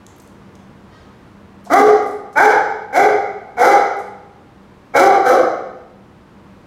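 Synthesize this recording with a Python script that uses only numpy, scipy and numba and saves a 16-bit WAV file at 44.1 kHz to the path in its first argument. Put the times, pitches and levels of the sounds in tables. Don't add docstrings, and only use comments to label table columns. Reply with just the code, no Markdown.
import sys
import numpy as np
from scipy import signal
from scipy.fft import rfft, irfft, next_fast_len
from scipy.io import wavfile
from scipy.ndimage import uniform_filter1d, minimum_filter1d
from numba import njit

SR = 44100
rng = np.random.default_rng(int(sys.argv[2]) if len(sys.argv) > 2 else 0)


def wav_record(signal):
    frames = np.transpose(np.atleast_2d(signal))
    bounded = np.clip(frames, -1, 1)
    quanta = np.round(bounded * 32767).astype(np.int16)
    wavfile.write(sys.argv[1], SR, quanta)


N = 293706
T = np.arange(N) / SR

# frequency_hz, relative_db
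RUMBLE_SPECTRUM = [(15, -34), (25, -15.5), (91, -3), (156, -5), (193, -3.5), (227, -5), (281, -7),
                   (349, -6), (410, -12), (469, -7.5), (523, -15), (567, -11), (666, -16), (970, -13.5),
                   (15500, -52.5)]
# frequency_hz, t60_s
ROOM_DECAY = [(150, 1), (400, 0.78), (1000, 0.84), (2200, 0.81), (5000, 0.8), (8000, 0.5), (14000, 0.3)]
# frequency_hz, relative_db, t60_s
ROOM_MODES = [(290, -41, 0.92), (422, -8.5, 0.63), (499.4, -8, 0.92), (805, -15, 1.11), (897, -25, 0.2),
              (1232, -19.5, 1.1), (1710, -20, 0.5)]
# start_s, relative_peak_db, ring_hz, scuff_decay_s
CLAW_IMPACTS = [(0.066, -26.5, 5660, 0.00073), (.163, -43, 12000, .003), (.182, -45, 12000, .004),
                (0.199, -35, 6340, 0.0048), (.218, -41, 13000, 0.01), (0.275, -38, 8500, 0.0024),
                (.553, -39.5, 5370, 0.0037), (1.643, -42, 12000, .002), (1.651, -33.5, 5800, 0.0025),
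                (1.658, -37.5, 5200, 0.023), (2.026, -39.5, 10100, 0.023), (2.061, -34.5, 8600, 0.05),
                (2.109, -37, 8850, 0.018), (2.329, -37, 6320, 0.014), (3.968, -41, 9140, 0.01),
                (3.989, -35, 8000, 0.033)]
# frequency_hz, gain_db
NASAL_RESPONSE = [(600, -15), (1250, 7.5), (1900, 4), (2500, -8), (3200, -2), (4400, -2.5), (5700, -9),
                  (8500, -20), (12000, -37)]
# frequency_hz, gain_db
RASP_SPECTRUM = [(1500, -10), (2550, -7), (3300, 0), (3700, -5), (3950, 4), (4400, -6), (5050, 2),
                 (5500, -4), (5950, 3), (6500, -4), (7200, -4), (8000, -10), (11000, -9), (15500, -15)]
# start_s, length_s, attack_s, effort_db, sag_db, opening_hz, top_hz, leap_at_s,
# rasp_db, chest_db, muffle_db
BARKS = [ (1.695, .200, 0.046, -2, 6.3, 266.1, 432.4, .036, -18.5, -11.5, 17.5),
         (2.351, 0.19, 0.03, -1, 12.8, 280.4, 441, .045, -18.5, -23.5, 4.5),
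         (2.922, .190, 0.042, -4, 9.5, 255.9, 422.4, 0.042, -20.5, -22, 4.1),
         (3.565, .220, 0.065, -2.5, 11.7, 240.2, 417.7, .080, -16, -20.5, 1.4),
         (4.934, .195, 0.022, -3, 5.1, 265.1, 402.5, .050, -18.5, -22, 4.2),
         (5.234, 0.16, 0.029, -5.5, 7.2, 252.3, 372.2, 0.075, -18.5, -19.5, 4.2), ]
# centre_hz, level_db
FORMANTS = [
    [(460, -3), (700, 2), (1110, -3), (1930, -14)],
    [(480, -0.5), (810, 3), (1500, -2.5), (2130, -10.5)],
    [(480, 0), (730, 1), (1340, -8), (2080, -10)],
    [(460, -1), (780, 2), (1330, -5), (2060, -10)],
    [(460, -1), (780, 1), (1200, -6), (2090, -13)],
    [(480, 2.5), (730, 0), (1160, -3), (2050, -17)],
]
FORMANT_WIDTHS = [190, 220, 310, 250]
VOICE_QUALITIES = [(.22, .38, .2, .13), (.14, .55, .25, -.03), (.25, .42, .2, .1), (.58, .6, .35, .08),
                   (.42, .33, .3, .16), (.38, .7, .4, .17)]

RELEASE_S = 0.0426


def undb(db):
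    return 10 ** (np.asarray(db) / 20)


def unit(x):
    return x / np.sqrt(np.mean(x ** 2) + 1e-18)


def along(hz, points):
    point_hz, value = np.transpose(points)
    return np.interp(np.log(hz + 1e-9), np.log(point_hz), value)


def colour(x, points):
    size = next_fast_len(len(x))
    gain = undb(along(np.fft.rfftfreq(size, 1 / SR), points))
    return irfft(rfft(x, size) * gain, size)[:len(x)]


def wander(t, rate_hz):
    knots = rng.standard_normal(4096)
    return np.interp((t - t[0]) * rate_hz, np.arange(len(knots)), knots)


@njit
def bandpass(x, hz, width_hz):
    y, band_state, low_state = np.empty(len(x)), 0., 0.
    for i in range(len(x)):
        tuning, damping = np.tan(np.pi * min(hz[i], .45 * SR) / SR), width_hz / hz[i]
        band = (band_state + tuning * (x[i] - low_state)) / (1 + tuning * (tuning + damping))
        band_state = 2 * band - band_state
        low_state += 2 * tuning * band
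        y[i] = damping * band
    return y


def resonate(x, hz, width_hz):
    centre_hz = hz * np.ones(len(x))
    return bandpass(bandpass(x, centre_hz, float(width_hz)), centre_hz, float(width_hz))


@njit
def follow(x, attack_s, release_s):
    y, level = np.empty(len(x)), 0.
    for i in range(len(x)):
        level += (x[i] - level) / (1 + SR * (attack_s if x[i] > level else release_s))
        y[i] = level
    return y


def add(out, start_s, sound):
    i = max(int(start_s * SR), 0)
    out[i:i + len(sound)] += sound[:len(out) - i]


def swell(t, attack_s, release_s, onset_db, release_db):
    attack = np.clip(1 - t / attack_s, 0, 1)
    release = np.clip(1 - (t[-1] - t) / release_s, 0, 1)
    return onset_db * attack + release_db * release


def background(rumble_db=-43.5, drone_db=-50):
    sway_db = .4 * wander(T, rate_hz=5)
    rumble = unit(colour(rng.standard_normal(N), RUMBLE_SPECTRUM))
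    drone = unit(resonate(rng.standard_normal(N), hz=196.9, width_hz=8.4))
    return undb(rumble_db + sway_db) * rumble + undb(drone_db) * drone


def room(x, direct_db=-5, tail_db=-3, build_s=.014, floor_delay_s=.0026, floor_share=.4):
    t = T[:65536]
    spectrum, bin_hz = rfft(rng.standard_normal(len(t))), np.fft.rfftfreq(len(t), 1 / SR)
    centres_hz = np.geomspace(100, 16000, 12)
    tail = 0
    for hz, weights in zip(centres_hz, np.eye(len(centres_hz))):
        band = irfft(spectrum * along(bin_hz, np.column_stack([centres_hz, weights])))
        tail += band * np.exp(-np.log(1000) * t / along(hz, ROOM_DECAY))
    tail *= 1 - np.exp(-t / build_s)
    response = undb(tail_db) * tail / np.sqrt(np.sum(tail ** 2))
    mode_gain = undb(-3) * 200 / SR
    for hz, relative_db, t60_s in ROOM_MODES:
        mode = np.sin(2 * np.pi * (hz * t + rng.random())) * np.exp(-np.log(1000) * t / t60_s)
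        response += mode_gain * undb(relative_db) * mode
    response[0] += undb(direct_db)
    response[int(floor_delay_s * SR)] += undb(direct_db) * floor_share
    return signal.fftconvolve(x, response)[:N]


def claws():
    out, t = np.zeros(N), T[:4096]
    for start_s, peak_db, ring_hz, decay_s in CLAW_IMPACTS:
        scuff = rng.standard_normal(len(t)) * np.exp(-t / decay_s)
        tick = resonate(scuff, ring_hz, width_hz=1.26 * ring_hz)
        add(out, start_s, undb(peak_db) * tick / np.abs(tick).max())
    return out


def glottis(t, hz, roughness, alternate_loss, jitter=.06, shimmer_db=5, breath=1.25):
    cycles = np.cumsum(hz * (1 + jitter * roughness * wander(t, rate_hz=354.6))) / SR
    closures = np.flatnonzero(np.diff(np.floor(cycles))) + 1
    shimmer = undb(shimmer_db * roughness * wander(t, rate_hz=309.7))
    strength = (1 - alternate_loss * (np.floor(cycles) % 2)) * shimmer
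    late = np.clip(cycles[closures] % 1 * SR / hz[closures], 0, 1)
    pulses = np.zeros(len(t))
    pulses[closures - 1] = strength[closures] * late
    pulses[closures] = strength[closures] * (1 - late)
    airflow = 0.25 + np.exp(-(cycles % 1) / 0.36)
    puffs = rng.standard_normal(SR)[:len(t)] * airflow
    return unit(pulses - pulses.mean()) * np.sqrt(1 - roughness ** 2) + breath * roughness * unit(puffs)


def whine(length_s=0.187, top_hz=634, droop=0.0337, level_db=-50):
    t = np.arange(int(length_s * SR)) / SR
    pitch_hz = top_hz * (1 - droop * (2 * t / length_s - 1) ** 2)
    source = glottis(t, pitch_hz, roughness=0.1, alternate_loss=0.75)
    swell_db = swell(t, attack_s=0.034, release_s=0.093, onset_db=-15, release_db=-28)
    return unit(colour(source, NASAL_RESPONSE)) * undb(level_db + swell_db)


def gulp(length_s=0.03, level_db=-29):
    air = rng.standard_normal(SR)[:int(length_s * SR)]
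    puff = unit(resonate(air, hz=730, width_hz=260))
    return undb(level_db) * puff * np.hanning(len(puff))


def pitch_arch(t, opening_hz, top_hz, leap_at_s, leap_s=.02152, creep_hz_per_s=330, drop=.125):
    leap = (1 + np.tanh((t - leap_at_s) / leap_s)) / 2
    past_top_s = t - (t[-1] - RELEASE_S)
    high_hz = top_hz + creep_hz_per_s * np.minimum(past_top_s, 0)
    fall = 1 - drop * np.maximum(past_top_s, 0) / RELEASE_S
    return (opening_hz + (high_hz - opening_hz) * leap) * fall


def vocal_tract(source, formants, gape, mouth_rise, muffle_db, edge_hz=2255):
    rises = [.08, .03, mouth_rise, .05]
    gape_tilts_db, lip_tilts = np.linspace(-4, 4, num=4), [.5, -.5, -1, -1]
    bands = []
    for i, (hz, level_db) in enumerate(formants):
        band = unit(resonate(source, hz * (1 + rises[i] * gape), FORMANT_WIDTHS[i]))
        bands.append(undb(level_db + gape_tilts_db[i] * gape + lip_tilts[i] * muffle_db) * band)
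    voice = sum(bands[1:]) - bands[0]
    return signal.sosfilt(signal.butter(14, edge_hz, fs=SR, output="sos"), voice)


def rasp(source, air, level_db):
    spits_db = 4 * wander(T[:len(air)], rate_hz=90)
    return undb(level_db + spits_db) * unit(colour(unit(source) + 5.2 * air, RASP_SPECTRUM))


def chest(source, air, gape, boom_db, fade_db=-8, push_db=-28):
    boom = unit(resonate(source + air, hz=292, width_hz=125))
    push = unit(resonate(air, hz=170, width_hz=340))
    return undb(boom_db + fade_db * (0.5 - gape)) * boom + undb(push_db) * push


def bark(row, formants, quality, closing_at_s=0.078, rasp_growth=0.29, rasp_fade_db=-13):
    _, length_s, attack_s, effort_db, sag_db, opening_hz, top_hz, leap_at_s = row[:8]
    rasp_db, chest_db, muffle_db = row[8:]
    rough_start, rough_end, alternate_loss, mouth_rise = quality
    t = np.arange(int(length_s * SR)) / SR
    sag = np.interp(t, [attack_s, length_s - RELEASE_S], [0, 1])
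    swell_db = swell(t, attack_s, RELEASE_S, onset_db=-20, release_db=-2.5)
    envelope = undb(effort_db - sag_db * sag + swell_db) * signal.windows.tukey(len(t), .08)
    gape = np.interp(t, [.04, .09], [1, 0])
    closing = np.interp(t, [closing_at_s, length_s - RELEASE_S], [0, 1])
    roughness = np.interp(t, [0, .025, .06, .13], [.6, rough_start, rough_start, rough_end])
    source = glottis(t, pitch_arch(t, opening_hz, top_hz, leap_at_s), roughness, alternate_loss)
    air = rng.standard_normal(SR)[:len(t)]
    voice = vocal_tract(source, formants, gape, mouth_rise, muffle_db * closing)
    hiss = rasp(source, air, rasp_db + rasp_growth * swell_db + rasp_fade_db * closing)
    return (voice + hiss + chest(source, air, gape, chest_db)) * envelope


def scene(claw_room_db=-3, claw_direct_db=-10):
    dog = np.zeros(N)
    add(dog, start_s=1.658, sound=gulp())
    ticks = claws()
    add(dog, start_s=.892, sound=whine())
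    for row, formants, quality in zip(BARKS, FORMANTS, VOICE_QUALITIES):
        add(dog, start_s=row[0], sound=bark(row, formants, quality))
    reverberant = room(dog + undb(claw_room_db) * ticks)
    return (reverberant + undb(claw_direct_db) * ticks + background())[None]


def record(dry, knee_db=-16, slope=0.28, ceiling=.93, window_samples=89, cutoff_hz=15850):
    loudness = follow(np.abs(dry[0]), attack_s=0.052, release_s=0.74)
    compressed = dry[0] * np.maximum(loudness / undb(knee_db), 1) ** -slope
    peaks = -minimum_filter1d(-np.abs(compressed), size=window_samples)
    gain = ceiling / np.maximum(follow(peaks, attack_s=0., release_s=0.012), ceiling)
    limited = compressed * uniform_filter1d(gain, size=window_samples)
    return signal.sosfilt(signal.ellip(10, .1, 80, cutoff_hz, fs=SR, output="sos"), limited)[None]


dry = scene()
out = record(dry)
wav_record(out)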